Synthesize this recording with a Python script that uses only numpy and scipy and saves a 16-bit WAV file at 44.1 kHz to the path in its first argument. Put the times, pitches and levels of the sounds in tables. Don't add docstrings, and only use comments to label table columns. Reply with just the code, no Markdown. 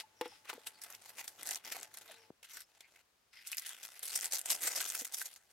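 import sys
import numpy as np
from scipy import signal
from scipy.fft import rfft, irfft, next_fast_len
from scipy.io import wavfile
from scipy.ndimage import map_coordinates

SR = 44100
rng = np.random.default_rng(int(sys.argv[2]) if len(sys.argv) > 2 else 0)


def store_pcm(level_fs):
    pcm = np.round(np.clip(level_fs, -1, 1) * 32767).astype(np.int16)
    wavfile.write(sys.argv[1], SR, np.atleast_2d(pcm).T)


N = 243431
TIME = np.arange(N) / SR


# f/Hz, level/dB
FILM_EQ = [(90, -32.5), (330, -14.5), (720, -5), (1150, -8), (1580, -2), (3900, -3.5), (7200, -1),
           (13000, -2), (16000, -14)]
def rustle(trims_db, slide_db, creases_db):
    slide = unit(colour(stereo_noise(N, 7300), FILM_EQ))
    creases = crackle(per_s=150, spread_db=2.4, cycles=2.6)
    buckling = crackle(per_s=600, spread_db=1, cycles=8.4)
    bunched = unit((buckling + undb(slide_db) * slide) * stick_slip(depth_db=5.3))
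    bands = registers(bunched + undb(creases_db) * creases)
    gains = hand_effort()
    sound = sum(undb(db) * gain * band for db, gain, band in zip(trims_db, gains, bands))
    dull = shape(sound, lambda f: 1 / (1 + (f / 9820) ** 6))
    brightness = np.minimum(gains[-1] / undb(-59.5), 1) ** 0.166
    return dull + brightness * (sound - dull)


# t/s, treble level/dB, middle re treble/dB, body re middle/dB
HOLD_RIDES = [
    [(0.44, -75.5, 3.5, -9), (0.52, -66, -3, -4), (0.78, -73.5, 0.5, -3), (1.45, -65.5, -8, -2.5),
     (1.61, -78, 5.5, -6), (1.78, -70.5, -1, -0.5), (1.9, -72, -5.5, 1), (2.15, -66.5, -2.5, -4),
     (2.28, -85.5, 4.5, -10)],
    [(2.44, -69, 9.5, -21.5), (2.62, -88.5, -9, -24.5), (2.69, -81, -1, -2.5), (3.02, -73, -2.5, -3.5)],
    [(3.33, -73, 4.5, -24), (3.66, -56, -1, -24), (3.8, -60.5, -2, -9), (4.0, -63.5, 0, -11.5),
     (4.43, -64.5, -4.5, -4.5), (4.72, -46, -7, -4), (5.11, -68, 1.5, -9.5), (5.33, -62, -3, -10),
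     (5.385, -76, -7, -2.5), (5.52, -70, -11, 3)],
]
# t/s, length/s, treble level/dB, middle re treble/dB
PUSH_SURGES = [(0.826, 0.12, -62.5, -4.5), (1.013, 0.09, -67, -2), (1.172, 0.0406, -54.5, -2.5),
               (1.387, 0.057, -59.5, -2), (1.451, 0.1113, -49.5, -6), (1.64, 0.1386, -54.5, -3),
               (1.787, 0.0748, -61.5, -1.5), (2.061, 0.0575, -65.5, 2), (2.485, 0.1304, -60.5, -2),
               (3.656, 0.0232, -48, -6.5), (3.832, 0.0182, -51, -10.5), (4.053, 0.0544, -48.5, -8.5),
               (4.12, 0.15, -47, -6.5), (4.314, 0.0642, -41.5, -15), (4.48, 0.0767, -46, -9.5),
               (4.628, 0.0505, -49, -2), (4.755, 0.0716, -47, -5), (4.849, 0.17, -45.5, -12),
               (5.047, 0.0064, -42, -13.5), (5.171, 0.0473, -48.5, -10.5)]
def hand_effort(attack_s=0.0232, release_s=0.0131):
    times, *columns = np.concatenate(HOLD_RIDES).T
    hold_db, middle_db, body_db = (np.interp(TIME, times, column) for column in columns)
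    held = sum((TIME > move[0][0]) & (TIME < move[-1][0]) for move in HOLD_RIDES)
    treble, middle = held * undb(hold_db), held * undb(hold_db + middle_db)
    for start, length_s, db, mid_db in PUSH_SURGES:
        attack = np.clip((TIME - start) / attack_s + .5, 0, 1)
        release = np.exp(-np.clip(TIME - start - length_s, 0, .5) / release_s)
        push = undb(db) * attack * release
        treble = np.hypot(treble, push)
        middle = np.hypot(middle, push * undb(mid_db))
    return middle * undb(body_db), middle, treble


# peak t/s, level/dB, middle re treble/dB, rise/ms
FOLD_CRUMPLES = [(0.001, -34, 1, 1.3), (0.258, -50, 10.5, 14.4), (0.498, -36.5, 2, 9.9),
                 (0.671, -30.5, -5, 4.46), (0.82, -34.5, -12, 3.2), (0.839, -36.5, -9, 3),
                 (0.902, -37.5, -7.5, 1.36), (0.948, -41.5, -6.5, 2.95), (1.057, -40.5, -10, 1.7),
                 (1.093, -38.5, -7.5, 8.9), (1.2, -35.5, -8.5, 14), (1.244, -35.5, -6.5, 3.6),
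                 (1.278, -30, -8, 1.18), (1.512, -25.5, -5, 2.9), (1.721, -25, -5.5, 3.5),
                 (1.765, -42, -2, 3.6), (1.829, -37, -7.5, 1.17), (1.94, -34.5, -8.5, 0.51),
                 (1.973, -38.5, -4, 1.3), (2.013, -39.5, -0.5, 1.06), (2.429, -44.5, -2.5, 0.53),
                 (2.4449, -38, -21, 1), (2.537, -33.5, -17, 3.4), (2.57, -39, -6, 9),
                 (2.604, -46.5, -3, 2.4), (2.807, -44.5, -2, 1.18), (3.472, -27.5, -20.5, 3.33),
                 (3.52, -27, -18, 1.73), (3.582, -24.5, -19.5, 4.7), (3.834, -33.5, -5.5, 1.4),
                 (4.031, -29, -8.5, 2.55), (4.157, -19, -15.5, 3.12), (4.245, -28, -21.5, 0.98),
                 (4.334, -25, -6.5, 2.7), (4.459, -26.5, -11.5, 3.1), (4.505, -17, -15.5, 5.13),
                 (4.521, -23.5, -9.5, 7.1), (4.638, -22.5, -13.5, 13.6), (4.677, -19, -7.5, 12.3),
                 (4.76, -20, -15.5, 3.2), (4.812, -27.5, -8, 7.5), (4.885, -26, -13, 13.6),
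                 (4.95, -23, -9, 2.86), (5.144, -24, -15, 9.16), (5.217, -26.5, -11, 15),
                 (5.259, -28, -10.5, 5.7), (5.361, -41.5, -6.5, 0.86)]
def crumples(trim_db, body_db, fall_s=0.00987):
    body, middle, treble = registers(crackle(per_s=2200, spread_db=1.5, cycles=5.36))
    out = np.zeros((2, N))
    for s, db, mid_db, rise_ms in FOLD_CRUMPLES:
        peak = int(s * SR)
        span = slice(max(peak - SR // 20, 0), min(peak + SR // 10, N))
        t = TIME[span] - s
        swell = np.exp(np.minimum(1000 * t / rise_ms, -t / fall_s))
        flurry = treble[:, span] + undb(mid_db) * (middle[:, span] + undb(body_db) * body[:, span])
        out[:, span] += undb(db + trim_db) * swell * flurry
    return out


# t/s, level/dB, ring f/Hz
CREASE_SNAPS = [(0.2793, -41, 9000), (0.5386, -32, 13500), (0.6713, -30, 2760), (0.8171, -32, 6460),
                (0.8376, -28.5, 10160), (0.9035, -33, 12320), (0.9252, -34, 5860), (0.9499, -31, 5250),
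                (1.0942, -34, 8000), (1.2793, -22.5, 7750), (1.411, -33, 6000), (1.4312, -25, 11540),
                (1.4652, -25, 10250), (1.4725, -21.5, 8870), (1.4903, -19, 7580), (1.5096, -18.5, 6550),
                (1.531, -26, 6000), (1.535, -25, 5500), (1.5466, -22.5, 5680), (1.5573, -20.5, 5860),
                (1.649, -30, 5170), (1.7243, -25.5, 10080), (1.7665, -28, 11800), (1.8002, -34, 7000),
                (1.8116, -33, 6000), (1.8308, -25.5, 5860), (1.9411, -34, 9000), (1.9722, -27.5, 12660),
                (1.9859, -32, 8790), (2.0786, -39, 3500), (2.1184, -36, 10000), (2.4317, -36, 2580),
                (2.5704, -30, 7320), (2.572, -33, 1540), (2.6058, -33, 7410), (2.8079, -37.5, 3960),
                (2.9603, -42, 2250), (3.5173, -21.5, 11280), (3.5298, -22, 2580), (3.5469, -29, 10000),
                (3.5703, -20, 13440), (3.5824, -18.5, 5600), (3.5965, -25, 9220), (3.6209, -31, 11000),
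                (3.6679, -26, 9910), (3.6929, -24, 12920), (3.8305, -30, 7060), (3.8807, -35, 6000),
                (3.9934, -29, 9910), (4.0303, -24.5, 11630), (4.0555, -25, 10000), (4.0806, -25, 9800),
                (4.1596, -15, 9910), (4.1752, -18, 8530), (4.2101, -21, 6980), (4.2225, -24, 8000),
                (4.2437, -18, 7490), (4.2504, -21, 9000), (4.2572, -17, 6980), (4.3229, -17, 5940),
                (4.3336, -17, 6800), (4.345, -19.5, 12230), (4.3565, -18.5, 12750), (4.3851, -22, 11800),
                (4.3923, -19, 11200), (4.4144, -24, 7920), (4.4587, -19, 10510), (4.5032, -12, 6290),
                (4.5141, -16, 13350), (4.528, -19, 5000), (4.5624, -27, 6600), (4.6145, -28, 8000),
                (4.6205, -23, 10000), (4.6731, -18.5, 5940), (4.7185, -22, 5900), (4.7854, -21, 5770),
                (4.8045, -19, 4000), (4.8102, -23, 1630), (4.8103, -18, 11800), (4.8164, -19, 11280),
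                (4.8425, -23.5, 7580), (4.8544, -24.5, 7320), (4.8912, -23, 9000), (4.9015, -18.5, 6980),
                (4.9525, -22, 9990), (4.991, -23.5, 13870), (5.0478, -27, 9000), (5.0764, -31, 8000),
                (5.1233, -30, 9000), (5.1447, -17.5, 6290), (5.1702, -28, 7000), (5.1859, -27, 10590),
                (5.1968, -26, 7500), (5.2157, -23.5, 1550), (5.2244, -24, 12140), (5.3396, -37, 9000)]
def snaps(trim_db, low_cut_hz):
    out = np.zeros((2, N))
    for s, db, hz in CREASE_SNAPS:
        pan_db = rng.standard_normal() * np.array([[1], [-1]])
        click = facet(hz, cycles=4.8, focus=3.5)
        add(out, s, click * undb(db + trim_db + pan_db))
    return high_pass(colour(out, FILM_EQ), low_cut_hz, order=2)


def panels(trim_db, below_hz, ring_s):
    out, t = np.zeros((2, N)), np.arange(SR // 20) / SR
    for s, db, hz in CREASE_SNAPS:
        if hz < below_hz:
            phase = 2 * np.pi * hz * t
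            pair = np.sin(phase) + .5 * np.sin(phase * rng.uniform(1.07, 1.2))
            add(out, s, undb(db + trim_db) * pair * np.exp(-t / ring_s))
    return high_pass(out, 1000, order=4)


def facet(hz, cycles, focus, size=500):
    t, hz = np.arange(size) / SR, np.clip(hz, 1000, SR / 2.5)
    decay = np.exp(-t * hz / cycles) + .06 * np.exp(-t / .0025)
    crack = stereo_noise(size, 4500) * decay
    ring = signal.lfilter(*signal.iirpeak(hz, 2.6, fs=SR), crack)
    return np.array([unit(x) for x in crack + focus * ring]) / np.sqrt(size)


def crackle(per_s, spread_db, cycles, facets=90):
    out = np.zeros((2, N))
    clicks_each = int(per_s / facets * N / SR)
    for hz in np.geomspace(1500, 13000, facets):
        click = facet(hz, cycles, focus=0.5)
        when, strength = rng.random((2000, 2))[:clicks_each].T
        gains = undb(spread_db * np.minimum(-np.log(1 - strength), 3))
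        for s, gain in zip(when * N / SR, gains):
            add(out, s, gain * click)
    return unit(colour(out, FILM_EQ))


def stick_slip(depth_db, bunch_s=.004):
    steps = TIME / bunch_s
    jitter = np.clip(rng.standard_normal(int(steps[-1]) + 2), -2, 1)
    return undb(depth_db * np.interp(steps, np.arange(len(jitter)), jitter))


def bending(x, depth_db, bands=18, step_s=.045):
    hz, times, spectrum = signal.stft(x, SR, nperseg=256)
    band = bands * np.log(np.clip(hz, 300, 16000) / 300) / np.log(16000 / 300)
    grid = np.meshgrid(band, times / step_s, indexing="ij")
    wander = map_coordinates(rng.standard_normal((bands + 1, 256)), grid, order=1, mode="nearest")
    return signal.istft(spectrum * undb(depth_db * wander), SR)[1][:, :N]


# f/Hz, level/dB, t60/s
TABLE_MODES = [(339, -14, 0.103), (495.8, -2, 0.0823), (868.4, -7.5, 0.08), (981, -12, 0.07),
               (1520, -25.5, 0.028), (1830, -5.5, 0.0157)]
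FOIL_MODES = [(860, -5, 0.028), (1040, -3, 0.03), (1260, -3, 0.026), (1443, 1, 0.024), (2230, -4, 0.022),
              (2550, -8, 0.024), (3060, -12, 0.022), (3354, -9, 0.02)]
# t/s, thud level/dB, foil level/dB, contact/ms
POUCH_HITS = [(0.2112, -26.5, -38.5, 0.1525), (0.2576, -31, -41.5, 0.606), (0.455, -87, -57, 0.171),
              (0.494, -81.5, -48.5, 0.086), (0.4988, -69, -41.5, 0.103), (0.53, -44, -42.5, 0.27),
              (4.674, -45, -60.5, 0.19)]
def knocks(slap_db, rattle_db, low_cut_hz):
    out, t = np.zeros((2, N)), np.arange(SR // 4) / SR
    rattle_eq = [(500, -25), (1000, 0), (3200, -2), (8000, -20)]
    for s, thud_db, foil_db, contact_ms in POUCH_HITS:
        ring = ringing(FOIL_MODES, t * rng.uniform(0.871, 1.133))
        slap = high_pass(stereo_noise(len(t), 4000) * np.exp(-t / .004), 800, order=2)
        rattle = unit(colour(stereo_noise(len(t), 4000), rattle_eq)) * np.exp(-t / .014)
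        foil = ring + undb(slap_db) * slap + undb(rattle_db) * rattle
        hit = undb(thud_db) * ringing(TABLE_MODES, t) + undb(foil_db) * foil
        softness = np.exp(-1000 / (contact_ms * SR))
        add(out, s, signal.lfilter([1 - softness], [1, -softness], hit))
    return high_pass(out, low_cut_hz, order=4)


def ringing(modes, t):
    place_db = 1.5 * rng.standard_normal(len(modes))
    return sum(undb(db + extra_db) * np.sin(2 * np.pi * hz * t) * undb(-60 * t / t60_s)
               for (hz, db, t60_s), extra_db in zip(modes, place_db))


# t/s, level/dB, start f/Hz, rise/s, pitch sag/octaves per rise time
DULL_BUMPS = [(0.035, -54.5, 877.3, 0.0052, 0.0015), (0.2114, -55, 197, 0.00264, 0.72),
              (0.32, -55, 899, 0.0035, 0.065), (0.534, -56.5, 394, 0.00148, 0.052),
              (0.547, -56.5, 274.5, 0.00514, 0.032), (0.579, -45, 513, 0.00165, 0.04),
              (1.766, -43.5, 770, 0.00164, 0.03), (2.094, -52.5, 735, 0.00593, 0.1296),
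              (2.304, -39, 680, 0.000885, 0.717), (5.014, -52, 268.2, 0.0035, 0.018),
              (5.016, -53, 512.2, 0.0054, 0.032)]
def bumps(low_cut_hz):
    out, t = np.zeros((2, N)), np.arange(SR // 20) / SR
    for s, db, hz, rise_s, sag in DULL_BUMPS:
        phase = 2 * np.pi * np.cumsum(hz * 2 ** (-sag * t / rise_s)) / SR
        swell = t / rise_s * np.exp(1 - t / rise_s)
        add(out, s, undb(db) * swell * np.sin(phase))
    return high_pass(out, low_cut_hz, order=2)


# t/s, length/s, level/dB, start f/Hz, end f/Hz, width/Hz
CLOTH_DRAGS = [(0.143, 0.289, -66, 5730, 4967, 280), (0.211, 0.254, -71, 8550, 7345, 4500),
               (0.249, 0.161, -63.5, 2483, 2797, 1600), (0.469, 0.0363, -57.5, 1901, 5042, 500),
               (0.717, 0.094, -69, 4700, 4423, 350), (2.055, 0.1304, -62.5, 3550, 4005, 450),
               (2.155, 0.126, -71.5, 5627, 5193, 320), (2.472, 0.1896, -61.5, 6113, 5240, 300),
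               (2.524, 0.078, -63, 1750, 1538, 703), (2.817, 0.058, -63.5, 2250, 2263, 202),
               (3.316, 0.1194, -64, 2154, 2057, 398), (3.31, 0.1375, -65, 5176, 4883, 330)]
def scuffs(octave_db):
    out = np.zeros((2, N))
    for s, length_s, db, start_hz, end_hz, width_hz in CLOTH_DRAGS:
        size = int(length_s * SR)
        phase = 2 * np.pi * np.cumsum(np.geomspace(start_hz, end_hz, size)) / SR
        grain = lambda width: shape(stereo_noise(size, 400), lambda f: 1 / (1 + (f / width) ** 2))
        swish = unit(grain(width_hz) * np.sin(phase))
        octave = unit(grain(2 * width_hz) * np.sin(2 * phase))
        add(out, s, undb(db) * np.sqrt(np.hanning(size)) * (swish + undb(octave_db) * octave))
    return out


# f/Hz, level/dB
LOUDER_HISS_EQ = [(24, -62.5), (40, -21.5), (570, -16), (2200, -18), (6330, -21), (16000, -26)]
QUIETER_HISS_EQ = [(24, -38), (40, -13.5), (171, -25.5), (852, -23), (4930, -28.5), (16000, -37)]
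# f/Hz, level/dB, entry t/s
HUM_TONES = [(100, -88, 0), (867, -77, 0), (455, -77.5, 2.03)]
def room_tone(louder_db, quieter_db, drop_s):
    hum = 0
    for hz, db, start in HUM_TONES:
        tone = unit(shape(rng.standard_normal(N), lambda f: 1 / (1 + ((f - hz) / 8) ** 2)))
        fade_in = np.clip((TIME - start) / 0.0068, 0, 1)
        hum = hum + undb(db) * tone * fade_in
    air = colour(stereo_noise(N, 380), LOUDER_HISS_EQ)
    air = shape(air, lambda f: (1 + f / 5000) ** -.6)
    louder = undb(louder_db) * unit(air) + hum
    quieter = undb(quieter_db) * unit(colour(stereo_noise(N, 200), QUIETER_HISS_EQ))
    bed = np.where(TIME < drop_s, louder, quieter)
    return shape(bed, lambda f: 1 / (1 + (42 / f) ** 3))


def reflections(x, early_db, tail_db, t60_s=.2):
    t = np.arange(SR // 3) / SR
    early = stereo_noise(len(t), 3200) * np.exp(-t / 0.0054) * (t > .0012)
    tail = stereo_noise(len(t), 740) * undb(-60 * t / t60_s) * (t > .008)
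    impulse = (undb(early_db) * unit(early) + undb(tail_db) * unit(tail)) / np.sqrt(len(t))
    return x + signal.oaconvolve(x, impulse, axes=1)[:, :N]


def registers(x):
    above_body = lambda f: 1 / (1 + (1200 / f) ** 4)
    treble = lambda f: 1 / (1 + (4000 / f) ** 6)
    body = lambda f: 1 - above_body(f)
    middle = lambda f: above_body(f) - treble(f)
    return [unit(shape(x, band)) for band in (body, middle, treble)]


def stereo_noise(size, apart_hz):
    mid, side = rng.standard_normal((2, size))
    side = shape(side, lambda f: 0.824 * f / np.hypot(f, apart_hz))
    return np.array([mid + side, mid - side])


def shape(x, gain):
    size = x.shape[-1]
    padded = next_fast_len(2 * size if size < SR else size + SR // 10, real=True)
    hz = np.maximum(np.fft.rfftfreq(padded, 1 / SR), 1)
    return irfft(rfft(x, padded) * gain(hz), padded)[..., :size]


def colour(x, points):
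    hz, db = np.transpose(points)
    return shape(x, lambda f: undb(np.interp(np.log(f), np.log(hz), db)))


def high_pass(x, hz, order):
    return signal.sosfilt(signal.butter(order, hz, "high", fs=SR, output="sos"), x)


def add(out, s, sound):
    i = max(int(s * SR), 0)
    out[:, i:i + sound.shape[-1]] += sound[..., :N - i]


def undb(db):
    return 10 ** (np.asarray(db) / 20)


def unit(x):
    return x / np.sqrt(np.mean(x ** 2))


def scene():
    crinkle = rustle(trims_db=(0.5, 1.0, 0.6), slide_db=-7, creases_db=-1)
    crinkle += crumples(trim_db=-13.3, body_db=-10)
    film = bending(crinkle, depth_db=3.0)
    film += snaps(trim_db=8.0, low_cut_hz=916)
    film += panels(trim_db=-16, below_hz=3200, ring_s=0.0062)
    film += scuffs(octave_db=-12)
    hits = knocks(slap_db=17, rattle_db=1.5, low_cut_hz=339.5) + bumps(low_cut_hz=130.6)
    hits = reflections(hits, early_db=-15, tail_db=-23)
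    film = reflections(film, early_db=-10.5, tail_db=-26)
    return film + hits + room_tone(louder_db=-70, quieter_db=-75, drop_s=2.303)


# f/Hz, left minus right level/dB
PORT_BALANCE = [(100, 2), (300, 3.5), (1400, 1.5), (3000, 1.5), (5500, 4), (9000, 0), (13000, -4)]
def record(dry):
    ports = np.array([colour(channel, [(hz, sign * db / 2) for hz, db in PORT_BALANCE])
                      for channel, sign in zip(dry, (1, -1))])
    return signal.sosfilt(signal.ellip(8, .2, 70, 16000, fs=SR, output="sos"), ports)


dry = scene()
out = record(dry)
store_pcm(out)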